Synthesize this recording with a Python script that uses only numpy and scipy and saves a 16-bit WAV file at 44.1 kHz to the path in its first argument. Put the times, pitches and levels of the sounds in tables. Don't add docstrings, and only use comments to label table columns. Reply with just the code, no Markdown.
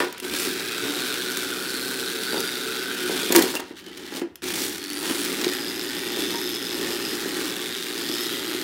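import sys
import numpy as np
from scipy import signal
from scipy.io import wavfile
from scipy.ndimage import uniform_filter1d

SR = 44100
rng = np.random.default_rng(int(sys.argv[2]) if len(sys.argv) > 2 else 0)


def unload_wav(signal):
    wavfile.write(
        sys.argv[1],
        SR,
        np.round(np.clip(np.atleast_2d(signal).T, -1, 1) * 32767).astype(np.int16),
    )


N = 380583
TAPS = 8192
TIME = np.arange(N) / SR
BINS = np.fft.rfftfreq(TAPS, 1 / SR) + 1
SHOVED_S = 3.5
SPELL_FADE_DB_PER_S, SPELL_REST_DB = 80, -14
TICK_DECAY_S = .0009


def gain_of(db):
    return 10 ** (np.asarray(db) / 20)


def evened(x):
    return x / np.sqrt(np.mean(x ** 2) + 1e-20)


def peaked(x, size):
    return x / np.sqrt(uniform_filter1d(x ** 2, size).max())


def add(mix, s, sound):
    part = mix[max(round(s * SR), 0):][:len(sound)]
    part += sound[:len(part)]


def read(points, hz=BINS):
    f, value = np.transpose(points)
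    return np.interp(np.log(hz + 1), np.log(f), value)


def curve(points):
    s, *columns = np.transpose(points)
    return [np.interp(TIME, s, column) for column in columns]


def wander(hz):
    knots = rng.standard_normal(N // 8)
    return evened(np.interp(TIME * hz, np.arange(len(knots)), knots))


def colour(x, db):
    log_gain = np.log(gain_of(np.r_[db, db[-2:0:-1]]))
    minimum_phase = np.exp(signal.hilbert(log_gain).conj())
    ring = np.fft.ifft(minimum_phase).real[:TAPS // 2]
    return signal.oaconvolve(x, ring)[:len(x)]


def resonate(x, hz, width):
    turn = np.exp(2j * np.pi * np.cumsum(hz * np.ones(len(x))) / SR)
    r = np.exp(-np.pi * width / SR)
    slow = signal.lfilter([1], [1, -2 * r, r * r], x / turn)
    return evened((turn * slow).real)


def chatter(blows, decay):
    power = signal.lfilter([1], [1, -np.exp(-2 / (decay * SR))], blows ** 2)
    return evened(np.sqrt(power) * rng.standard_normal(len(blows)))


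def shoved(middle, wall):
    return middle + uniform_filter1d(1. * (TIME > SHOVED_S), size=4000) * (wall - middle)


def spells(rows):
    db = [level - SPELL_FADE_DB_PER_S * abs(TIME - np.clip(TIME, start, stop))
          for start, stop, _, level in rows]
    hz = [float(pitch) for _, _, pitch, _ in rows]
    strongest = np.argmax(db, axis=0)
    return uniform_filter1d(np.choose(strongest, hz), size=4000), np.maximum(np.max(db, axis=0), SPELL_REST_DB)


def gliding(rows, drive, drift=.012):
    out, detune = np.zeros(N), 1 + drift * wander(9)
    for start, stop, hz, glide, width, db in rows:
        near = (TIME > start - .3) & (TIME < stop + .3)
        t = TIME[near]
        held = np.clip(t, start, stop)
        pitch = (hz + glide * (held - (start + stop) / 2)) * detune[near]
        fade_db = -SPELL_FADE_DB_PER_S * abs(t - held)
        out[near] += gain_of(db + fade_db) * resonate(drive[near], pitch, width)
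    return out


# (start [s], stop [s], rise [s], coast [dB/s], first and top ticks [1/s] at full freedom,
#  tick [dB], whirr [dB], treble [dB], wheels [dB])
MOTOR_RUNS = [(0, 0.014, 0.00024, 155, 30, 33, -44, -26.5, -5, -25),
              (.1, 0.19, .01, 145, 35, 43, -62, -40, -13, -43.5),
              (.22, 3.52, 0.014, 145, 49.6, 127, -38.5, -33, 1, -34),
              (3.55, 4.175, .01, 156, 96, 97, -56, -46, -9, -46.5),
              (4.42, 4.65, 0.011, 47, 40, 85, -42, -31.5, 0, -32),
              (4.66, 8.8, 0.13, 145, 67.4, 118, -37.5, -33.5, -2.5, -33)]
# (time [s], share of its speed, added tick level [dB])
GEAR_FREEDOM = [(.6, 0.97, -1), (1.15, 1, 2), (1.45, 0.95, -2), (1.8, 1.02, 2), (2.5, 0.99, 0.5),
                (3.1, .99, -2), (4.9, 0.97, -0.5), (5.3, 1.02, 0.5), (5.7, 0.97, -0.5), (6.55, 1.02, 0),
                (7.3, .98, 0), (7.7, 1.024, 0.5), (8.05, 0.99, 0), (8.6, 1, 0)]


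def speed(spin_up_s=.23, run_down_s=.04):
    rate = np.zeros(N)
    for start, stop, _, _, first, top, *_ in MOTOR_RUNS:
        spin = top + (first - top) * np.exp(-np.maximum(TIME - start, 0) / spin_up_s)
        run_down = np.exp(-np.maximum(TIME - stop, 0) / run_down_s)
        rate = np.where(TIME >= start, spin * run_down, rate)
    return rate * curve(GEAR_FREEDOM)[0]


# (middle [s], half length [s], added whirr [dB], added treble [dB], added wheels [dB])
SWERVES_AND_SHOVES = [(0.42, 0.079, 5, 3, 2.5), (.7, .13, 1, -2.5, 0), (1.0, 0.18, 2, -0.5, 2),
                      (1.414, 0.071, 0, 0.5, 1.5), (1.9, .25, -2.5, 3, 0.5), (2.38, 0.043, 1.5, 0.5, 6),
                      (2.8, 0.14, 1, -2.5, 0.5), (3.196, .12, 5, -1, 4), (3.393, 0.07, -0.5, 6, 9),
                      (3.74, 0.019, -8, -4, 3), (3.785, 0.021, 6.5, 4, -7), (3.891, .03, 2.5, -2, 5),
                      (4.034, 0.09, 6.5, 3.5, 7), (4.178, 0.059, 12, 8.5, 13.5), (4.62, 0.13, 1.5, 4.5, 2),
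                      (4.884, 0.092, -3, -2, -5.5), (5.175, 0.2, 2.5, 4, 1.5), (5.42, 0.12, 2.5, -0.5, 3),
                      (6.216, 0.11, 2, 2, 4), (6.55, .15, -1, 0.5, -1), (6.88, 0.14, 3.5, 1, 5),
                      (7.16, 0.1, 2, 1, 1.5), (7.417, .14, 3, 1, 2.5), (7.761, .14, -0.5, 1, -3),
                      (8.17, 0.23, 1.5, 2, 0)]


def levels(start_db=-9.5):
    t = TIME[::40]
    each, trebles = [], []
    for start, stop, rise_s, coast_db_per_s, _, _, tick_db, whirr_db, treble_db, wheels_db in MOTOR_RUNS:
        rise = start_db * np.exp(-np.maximum(t - start, 0) / rise_s)
        shape = rise - coast_db_per_s * np.maximum(t - stop, 0)
        each.append(np.where(t >= start, shape, -200) + np.array([[tick_db], [whirr_db], [wheels_db]]))
        trebles.append(treble_db)
    tick, whirr, roll = np.max(each, axis=0)
    treble = np.array(trebles)[np.argmax(each, axis=0)[1]]
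    load = sum(np.outer(db, np.exp(-((t - s) / half_s) ** 2)) for s, half_s, *db in SWERVES_AND_SHOVES)
    return [np.interp(TIME, t, db) for db in (tick, *(load + [whirr, treble, roll]))]


def gear_blows(slack=.035, spread_db=1.8, limp_db=-0.5, bout_db=0.9, speed_waver=.008):
    turns = np.cumsum(speed() * (1 + speed_waver * wander(4))) / SR
    count = np.floor(np.maximum.accumulate(turns + slack * wander(130)))
    size_db = spread_db * np.clip(rng.standard_normal(N), -2, 2)
    size_db += limp_db * (-1) ** count + bout_db * np.clip(wander(18), -2, 1)
    return np.diff(count, prepend=count[0]) * gain_of(size_db), turns


# (frequency [Hz], relative level [dB])
TICK_SPECTRUM = [(300, -31), (900, -11), (1400, 0.5), (2200, -1.5), (2900, -2), (3600, 1), (4600, -1.5),
                 (6200, -9), (8000, -9), (9400, -6), (10800, -14.5), (12000, -5), (13500, -14),
                 (16000, -14)]


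def gear(blows, db, crisp=0.25):
    strike = crisp * evened(blows) + chatter(blows, TICK_DECAY_S)
    return gain_of(db) * evened(colour(strike, read(TICK_SPECTRUM)))


# (frequency [Hz], mid-floor relative level [dB], near-wall relative level [dB])
WHIRR_SPECTRA = [(50, -38, -38), (200, -26, -26), (650, -21.5, -22.5), (1050, -9, -6.5), (1330, 2.5, 0.5),
                 (1850, -1, 2.5), (2300, 1, -0.5), (2650, 1.5, 0.5), (2850, -1, 0), (3500, 2, 2.5),
                 (4050, 0, 0.5), (4600, -1, -1), (5500, -4, -3.5), (6340, -9, -6.5), (9000, -9.5, -9),
                 (12000, -13, -12.5), (16000, -15.5, -14)]


def gearboxes(turns, db, bright_db, teeth_per_s=4000, pulsing=0.19, decay_s=0.0016, waver_db=0.52,
              level_db=-2.5, plain_db=-5, split_hz=6000, uneven_db=3):
    teeth = (rng.random(N) < teeth_per_s / SR) * rng.standard_normal(N)
    teeth *= 1 + pulsing * np.cos(2 * np.pi * turns)
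    teeth *= gain_of(uneven_db * np.clip(rng.standard_normal(N), -2, 1))
    rattle = chatter(teeth, decay_s)
    hz, *places = np.transpose(WHIRR_SPECTRA)
    whirr = shoved(*[evened(colour(rattle, read(np.c_[hz, place_db]))) for place_db in places])
    top = signal.sosfiltfilt(signal.butter(2, split_hz, "high", fs=SR, output="sos"), whirr)
    brightened = whirr - top + top * gain_of(bright_db - plain_db)
    return gain_of(db + level_db + waver_db * wander(35)) * brightened


# (frequency [Hz], width [Hz], mid-floor relative level [dB], near-wall relative level [dB])
BOARD_MODES = [(75, 33, -26, -23), (160, 18, -23, -22.5), (184, 19, -11.5, -11), (245.6, 27, -7.5, -7.5),
               (284, 32.4, -1.5, -0.5), (325, 14, -23, 0), (364, 13.7, 3, 3), (390, 16.2, 1.5, 2),
               (446.4, 17, -3.5, -9.5), (538, 17, -12.5, -14), (585, 29, -22, -27), (726, 16, -17, -29),
               (829, 51, -17, -13), (950, 61, -17.5, -17.5)]


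def board_db(low_hz=65, high_hz=1100):
    power = sum(gain_of(db)[:, None] ** 2 / (1 + ((BINS ** 2 - hz ** 2) / (BINS * width)) ** 2)
                for hz, width, *db in BOARD_MODES)
    return 10 * np.log10(power / (1 + (low_hz / BINS) ** 4) / (1 + (BINS / high_hz) ** 4) + 1e-10)


def wheels(turns, db, bumps_per_s=2000, shake=0.51, level_db=-1.0):
    bumps = evened((rng.random(N) < bumps_per_s / SR) * rng.choice([-1., 1.], N))
    shaft = evened(sum(np.cos(np.pi * k * turns + 2 * np.pi * rng.random()) for k in range(3, 9)))
    middle, wall = [evened(evened(colour(bumps, floor_db)) + shake * evened(colour(shaft, floor_db)))
                    for floor_db in board_db()]
    return gain_of(db + level_db) * shoved(middle, wall)


# (time [s], level relative to the run's tick [dB])
HUM_LEVEL = [(0, -27), (.75, -15.5), (1.6, -26), (5.6, -26), (8.63, -21)]


def hum(turns, flutter=0.76):
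    return gain_of(curve(HUM_LEVEL)[0]) * evened((1 + flutter * wander(25)) * np.sin(2 * np.pi * turns))


# (frequency [Hz], relative level [dB])
HUSH_SPECTRUM = [(20, -41), (70, 20), (300, 8.5), (700, -18), (3000, -14), (16000, -18)]


def quiet_room(level_db=-62):
    return gain_of(level_db) * evened(colour(rng.standard_normal(N), read(HUSH_SPECTRUM)))


# (frequency [Hz], relative level [dB])
CLACK_SPECTRUM = [(50, -39), (200, -16), (520, 8), (740, 3), (1000, 2), (1400, -0.5), (2000, 0),
                  (3000, -13), (6000, -18), (16000, -24)]
# (frequency [Hz], relative level [dB], t60 [s])
SHELL_MODES = [(964, -1.5, .15), (1460, -3, 0.09), (1628, -2.5, 0.092), (1840, -2, 0.1), (2760, -6, 0.053)]
# (time [s], thump level [dB], shells relative to the thump [dB], push [s])
CHASSIS_KNOCKS = [(.003, -23.5, 8, 0.00017), (.021, -26.5, 1, 0.00015), (.038, -29, 3, .00014),
                  (0.2244, -33, -10, 0.00035), (.249, -28, -11, 0.00016), (.339, -27.5, -4, .0001),
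                  (.472, -26, -15, 0.00029), (.852, -22.5, -14, .0003), (3.0963, -19, -14, .00014),
                  (3.304, -16.5, -9, 0.00026), (3.324, -23, 1.5, .0001), (3.3503, -13, -2, 0.000066),
                  (3.3558, -14.5, -5.5, 0.00019), (3.376, -19, -6, 0.00012), (3.388, -12.5, -8, 0.00012),
                  (3.409, -16, -8, .00015), (3.437, -22.5, -6, .00014), (3.54, -32.5, 2, 0.00013),
                  (3.5531, -24, -6, 0.00046), (3.595, -32, 0.5, 0.00013), (3.62, -36, -2, .00014),
                  (3.7088, -29.5, -13, .0003), (4.1228, -27.5, -8.5, .0003), (4.218, -19.5, -13, 0.00034),
                  (5.098, -25, -7, .00014), (5.109, -23, -14, 0.00036), (5.326, -24.5, -17, .0004),
                  (5.431, -20.5, -18, 0.00033), (5.467, -17.5, -24, 0.00027), (6.171, -27, -4, 0.00013),
                  (6.344, -28, -1, .00014), (7.2585, -22, -24, 0.00049), (8.0959, -22, -20, 0.00053),
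                  (8.5473, -23, -18, 0.00051)]


def knocks(rattle=0.021, rattle_s=0.012, clack_s=0.011, thump_db=-1, clack_db=-3.0, ring_db=-6,
           detune=0.022, bass_hz=420):
    out, t = np.zeros(N), TIME[:TAPS]
    floor_db = board_db() - 10 * np.log10(1 + (bass_hz / BINS) ** 2)
    for s, db, shell_db, push_s in CHASSIS_KNOCKS:
        rattle_noise, clack_noise = rng.standard_normal((2, TAPS))
        push = t / push_s * np.exp(-t / push_s) + rattle * rattle_noise * np.exp(-t / rattle_s)
        thump = peaked(colour(push, floor_db[int(s > SHOVED_S)]), size=200)
        clack = peaked(colour(clack_noise * np.exp(-t / clack_s), read(CLACK_SPECTRUM)), size=200)
        ring = np.zeros(TAPS)
        for hz, mode_db, t60 in SHELL_MODES:
            pitch = hz * (1 + detune * rng.standard_normal())
            ring += gain_of(mode_db - 60 * t / t60) * np.sin(2 * np.pi * pitch * t)
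        shells = gain_of(clack_db) * clack + gain_of(ring_db) * peaked(ring, size=200)
        add(out, s, gain_of(db) * (gain_of(thump_db) * thump + gain_of(shell_db) * shells))
    return out


# (frequency [Hz], relative level [dB])
SNAP_SPECTRUM = [(60, -37), (400, -19), (1500, -3), (3500, 0.5), (8000, -1.5), (12000, -0.5), (16000, 1.5)]
# (time [s], level before trim [dB], corner above which it is dull [Hz])
EDGE_SNAPS = [(0.126, -28, 14000), (0.18, -31.5, 12100), (0.2006, -24, 14000), (1.3712, -18, 13900),
              (2.4044, -18, 9990), (3.323, -9, 20000), (3.326, -15, 20000), (3.349, -15, 16000),
              (3.3554, -10, 20000), (3.3617, 0, 20000), (3.382, -17, 18000), (3.4229, -12, 18000),
              (3.4254, -17, 18000), (3.864, -36, 7000), (3.974, -31, 8000), (4.0638, -35, 7000),
              (4.216, -29, 2501), (4.3565, -30.5, 20000), (4.781, -26, 10000), (4.84, -27, 9000),
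              (4.901, -28, 10000), (4.932, -25, 12000), (5.098, -20, 9000), (5.2487, -19.5, 14990),
              (5.4145, -19, 8000), (5.4442, -16, 5000), (5.536, -21.5, 9000)]


def snaps(decay_s=.0022, tail=0.065, tail_s=0.01, level_db=-1):
    out, t = np.zeros(N), TIME[:TAPS // 2]
    for s, db, dull_hz in EDGE_SNAPS:
        crack = rng.standard_normal(len(t)) * (np.exp(-t / decay_s) + tail * np.exp(-t / tail_s))
        spectrum = read(SNAP_SPECTRUM) - 10 * np.log10(1 + (BINS / dull_hz) ** 4)
        add(out, s, gain_of(db + level_db) * peaked(colour(crack, spectrum), size=64))
    return out


# (start [s], stop [s], frequency [Hz], level relative to the run's tick [dB])
SHELL_BUZZES = [(0.3, 0.71, 1574, -2), (.75, 3.2, 1499, 0), (5.3, 5.58, 1870, -6), (5.7, 6.4, 1859, -8)]


def shell(blows, width=190, decay_s=0.022, waver=0.019, flicker_db=1.2):
    hz, db = spells(SHELL_BUZZES)
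    buzz = resonate(chatter(np.sign(blows), decay_s), hz * (1 + waver * wander(15)), width)
    return gain_of(db + flicker_db * wander(20)) * buzz


# (start [s], stop [s], middle frequency [Hz], glide [Hz/s], width [Hz], level at full running [dB])
GEARBOX_WHINES = [(.32, 0.4, 2420, -600, 500, -44), (.5, 3.2, 1680, 0, 220, -48),
                  (.55, .95, 2349, 0, 449.8, -44), (3.0, 3, 3140, 0, 900, -38),
                  (3.18, 3.28, 3480, 0, 606, -35), (4.14, 4.1, 1900, -1, 350, -48),
                  (4.45, 4.57, 2380, -400, 600, -41), (4.46, 4.66, 5852, 0, 600, -45),
                  (6.15, 6.24, 3530, 0, 380.1, -35.5), (6.8, 7.1, 2750, 0, 398.9, -45),
                  (7.17, 7.5, 1550, 600, 699.9, -44), (8.1, 8.34, 3600, 0, 450, -39),
                  (8.28, 8.37, 3200, -1200, 700, -39), (8.45, 8.7, 3307, -2, 899.8, -44)]


def whines(whirr_db, running_db=-40):
    return gain_of(np.minimum(whirr_db - running_db, 0)) * gliding(GEARBOX_WHINES, rng.standard_normal(N))


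# (time [s], frequency [Hz], level of the lower mode relative to the run's tick [dB])
AXLE_SONG = [(.45, 4600, -18), (.7, 4650, -8), (.95, 4500, -14), (1.1, 4180, -3), (1.45, 4400, -18),
             (1.65, 4430, -1), (2.06, 4100, -3), (2.2, 4500, -4), (2.42, 4700, -1), (2.7, 4650, -15),
             (4.6, 4330, -13), (4.8, 4450, -4), (4.98, 4560, -3), (5.25, 4730, -13), (5.5, 4920, -3),
             (5.85, 5070, -4.5), (6.15, 5000, -6), (6.3, 5180, -3), (6.58, 5150, 0), (6.78, 5120, -4.5),
             (7.1, 5040, -4.5), (7.4, 5030, -16), (7.9, 4800, -18), (8.21, 5200, 0), (8.35, 4970, -16)]


def axle(blows, width=290, overtone=2.29, overtone_db=-8, waver=.008, flicker_db=1.5):
    hz, db = curve(AXLE_SONG)
    hz = hz * (1 + waver * wander(12))
    drive = chatter(blows, TICK_DECAY_S)
    upper = gain_of(overtone_db) * resonate(drive, hz * overtone, width * overtone)
    return gain_of(db + flicker_db * wander(10)) * (resonate(drive, hz, width) + upper)


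# (middle [s], half length [s], frequency at the middle [Hz], level [dB])
LOW_TONES = [(0.502, .04, 298, -44), (.9, 0.024, 294, -26), (3.378, 0.02, 333, -15),
             (3.46, 0.032, 365, -30), (3.555, 0.024, 360.3, -28.5), (3.9, 0.098, 188, -52),
             (4.245, .018, 341, -29.5), (4.88, 0.14, 292, -40)]


def low_tones(waver_hz=6, flutter=0.2, sag_hz_per_s=50):
    out, waver, strength = np.zeros(N), waver_hz * wander(40), 1 + flutter * wander(25)
    for s, half_s, hz, db in LOW_TONES:
        turns = np.cumsum(hz + waver - sag_hz_per_s * (TIME - s)) / SR
        out += gain_of(db) * np.exp(-((TIME - s) / half_s) ** 2) * np.sin(2 * np.pi * turns)
    return np.sqrt(2) * strength * out


# (start [s], stop [s], middle frequency [Hz], glide [Hz/s], width [Hz], level relative to the run's tick [dB])
HOUSING_RINGS = [(.52, .95, 3840, -300, 450, -4.5), (.98, 1.17, 3830, 500, 600, -3.5),
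                 (1.22, 1.55, 3570, -500, 600, -3), (1.72, 1.93, 4040, 700, 600, -1.5),
                 (2.03, 2.55, 3740, -150, 450, -0.5), (2.6, 2.95, 3694, 0, 697.7, -6.5),
                 (3.85, 4.15, 3063, 1, 200, -1), (4.95, 5.23, 9330, 0, 1201, -4),
                 (5.48, 6.1, 3602, -60, 299.7, -8), (6.3, 6.72, 3530, -150, 329.8, -3),
                 (6.25, 6.7, 6137, 0, 500, -10), (7.58, 7.85, 3700, 400, 449.7, -1.5),
                 (7.98, 8.16, 4600, 1500, 900, -3), (8.3, 8.63, 11700, 0, 799, -10)]


def housing(blows, decay_s=0.0019):
    return gliding(HOUSING_RINGS, chatter(np.sign(blows), decay_s))


# (frequency [Hz], relative level [dB])
SCRAPE_SPECTRUM = [(100, -28), (500, -0.5), (900, 1), (1800, -4), (2800, 0), (4500, -2.5), (7000, -0.5),
                   (9500, -3), (16000, -4.5)]
# (start [s], length [s], level [dB], treble tilt [dB])
SCRAPES_AND_SCRUBS = [(0.836, 0.17, -38, -12), (2.325, 0.086, -38, -9), (3.1, .1, -39.5, -14),
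                      (3.367, .035, -24, 9), (3.4, .055, -31, 0), (3.536, 0.044, -28, -5),
                      (3.594, 0.021, -31, -9), (3.876, .016, -46, -11), (3.968, 0.024, -46, -6),
                      (4.145, 0.054, -41, -14), (5.02, .12, -38.5, -14), (5.438, .025, -32, -9),
                      (6.838, .11, -39, -14)]


def scrapes_and_scrubs(catches_per_s=700, spread_db=4, ring_s=0.0014, edge_s=0.0059, treble_hz=5000):
    out, t = np.zeros(N), TIME[:TAPS]
    for s, length, db, treble_db in SCRAPES_AND_SCRUBS:
        sizes = gain_of(spread_db * np.clip(rng.standard_normal(TAPS), -2, 2))
        catches = (rng.random(TAPS) < catches_per_s / SR) * sizes
        spectrum = read(SCRAPE_SPECTRUM) + treble_db * BINS ** 2 / (BINS ** 2 + treble_hz ** 2)
        grit = evened(colour(chatter(catches, ring_s), spectrum))
        add(out, s, gain_of(db) * np.clip(np.minimum(t, length - t) / edge_s, 0, 1) * grit)
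    return out


# (start [s], length [s], hops [1/s], level [dB])
TYRE_HOPS = [(2.331, .07, 77, -24), (3.109, .05, 70, -33), (4.151, .05, 66, -34.5)]


def hops(push_s=0.00018, uneven_db=2.5):
    out, t, floors = np.zeros(N), TIME[:TAPS], board_db()
    for s, length, per_s, db in TYRE_HOPS:
        since = t % (1 / per_s)
        size = gain_of(uneven_db * rng.standard_normal(TAPS))[(t * per_s).astype(int)]
        pushes = size * (t - since < length) * since / push_s * np.exp(-since / push_s)
        thumps = colour(np.diff(pushes, prepend=0), floors[int(s > SHOVED_S)])
        add(out, s, gain_of(db) * peaked(thumps, size=800))
    return out


# (middle [s], half length [s], frequency before waver [Hz], peak level [dB])
TYRE_SQUEAKS = [(3.569, 0.0062, 2790, -22.5), (3.882, 0.0067, 3050, -41), (3.923, .01, 2000, -46),
                (4.06, .012, 3040, -42), (6.355, 0.03, 929, -37)]


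def squeaks(waver=0.0249):
    seconds = np.cumsum(1 + waver * wander(900)) / SR
    return sum(gain_of(db) * np.exp(-((TIME - s) / half_s) ** 2) * np.sin(2 * np.pi * hz * seconds)
               for s, half_s, hz, db in TYRE_SQUEAKS)


# (delay before sway [s], gain)
WALL_ECHOES = [(.00042, -0.047), (.00093, -0.028), (.0017, 0.13), (.0029, .15), (.0047, -.13), (.0071, 0.1)]


def arena(x, sway=0.1203, sway_hz=2.5):
    return x + sum(gain * np.interp(TIME - delay * (1 + sway * wander(sway_hz)), TIME, x)
                   for delay, gain in WALL_ECHOES)


# (frequency [Hz], t60 [s])
ROOM_DECAY = [(150, 0.26), (1000, 0.51), (4000, 0.35), (9000, 0.19), (16000, 0.032)]


def room(x, gap_s=0.00543):
    half = SR // 2
    taps = rng.choice([-1., 1.], half) * (rng.random(half) < 1 / 10) * (TIME[:half] > gap_s)
    hz, t, z = signal.stft(taps, SR, nperseg=256)
    tail = signal.istft(z * gain_of(-60 * t / read(ROOM_DECAY, hz)[:, None]), SR, nperseg=256)[1]
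    return signal.oaconvolve(x, tail / np.linalg.norm(tail))[:N]


def scene(motor_room_db=-16, hit_room_db=-11):
    blows, turns = gear_blows()
    tick_db, whirr_db, treble_db, wheels_db = levels()
    ticking = gear(blows, tick_db + curve(GEAR_FREEDOM)[1])
    motors = arena(ticking + gearboxes(turns, whirr_db, treble_db))
    motors += gain_of(tick_db) * (hum(turns) + shell(blows) + axle(blows) + housing(blows))
    motors += wheels(turns, wheels_db) + whines(whirr_db) + low_tones() + hops() + squeaks()
    hits = knocks() + snaps() + scrapes_and_scrubs()
    echoes = room(gain_of(motor_room_db) * motors + gain_of(hit_room_db) * hits)
    return (motors + hits + quiet_room() + echoes)[None]


def record(dry, low_cut_hz=42, edge_hz=15850):
    thin = signal.sosfilt(signal.butter(2, low_cut_hz, "high", fs=SR, output="sos"), dry)
    band = signal.firwin(511, edge_hz, window=("kaiser", 9), fs=SR)
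    return signal.oaconvolve(np.clip(thin, -.85, .85), band[None], "same")


dry = scene()
out = record(dry)
unload_wav(out)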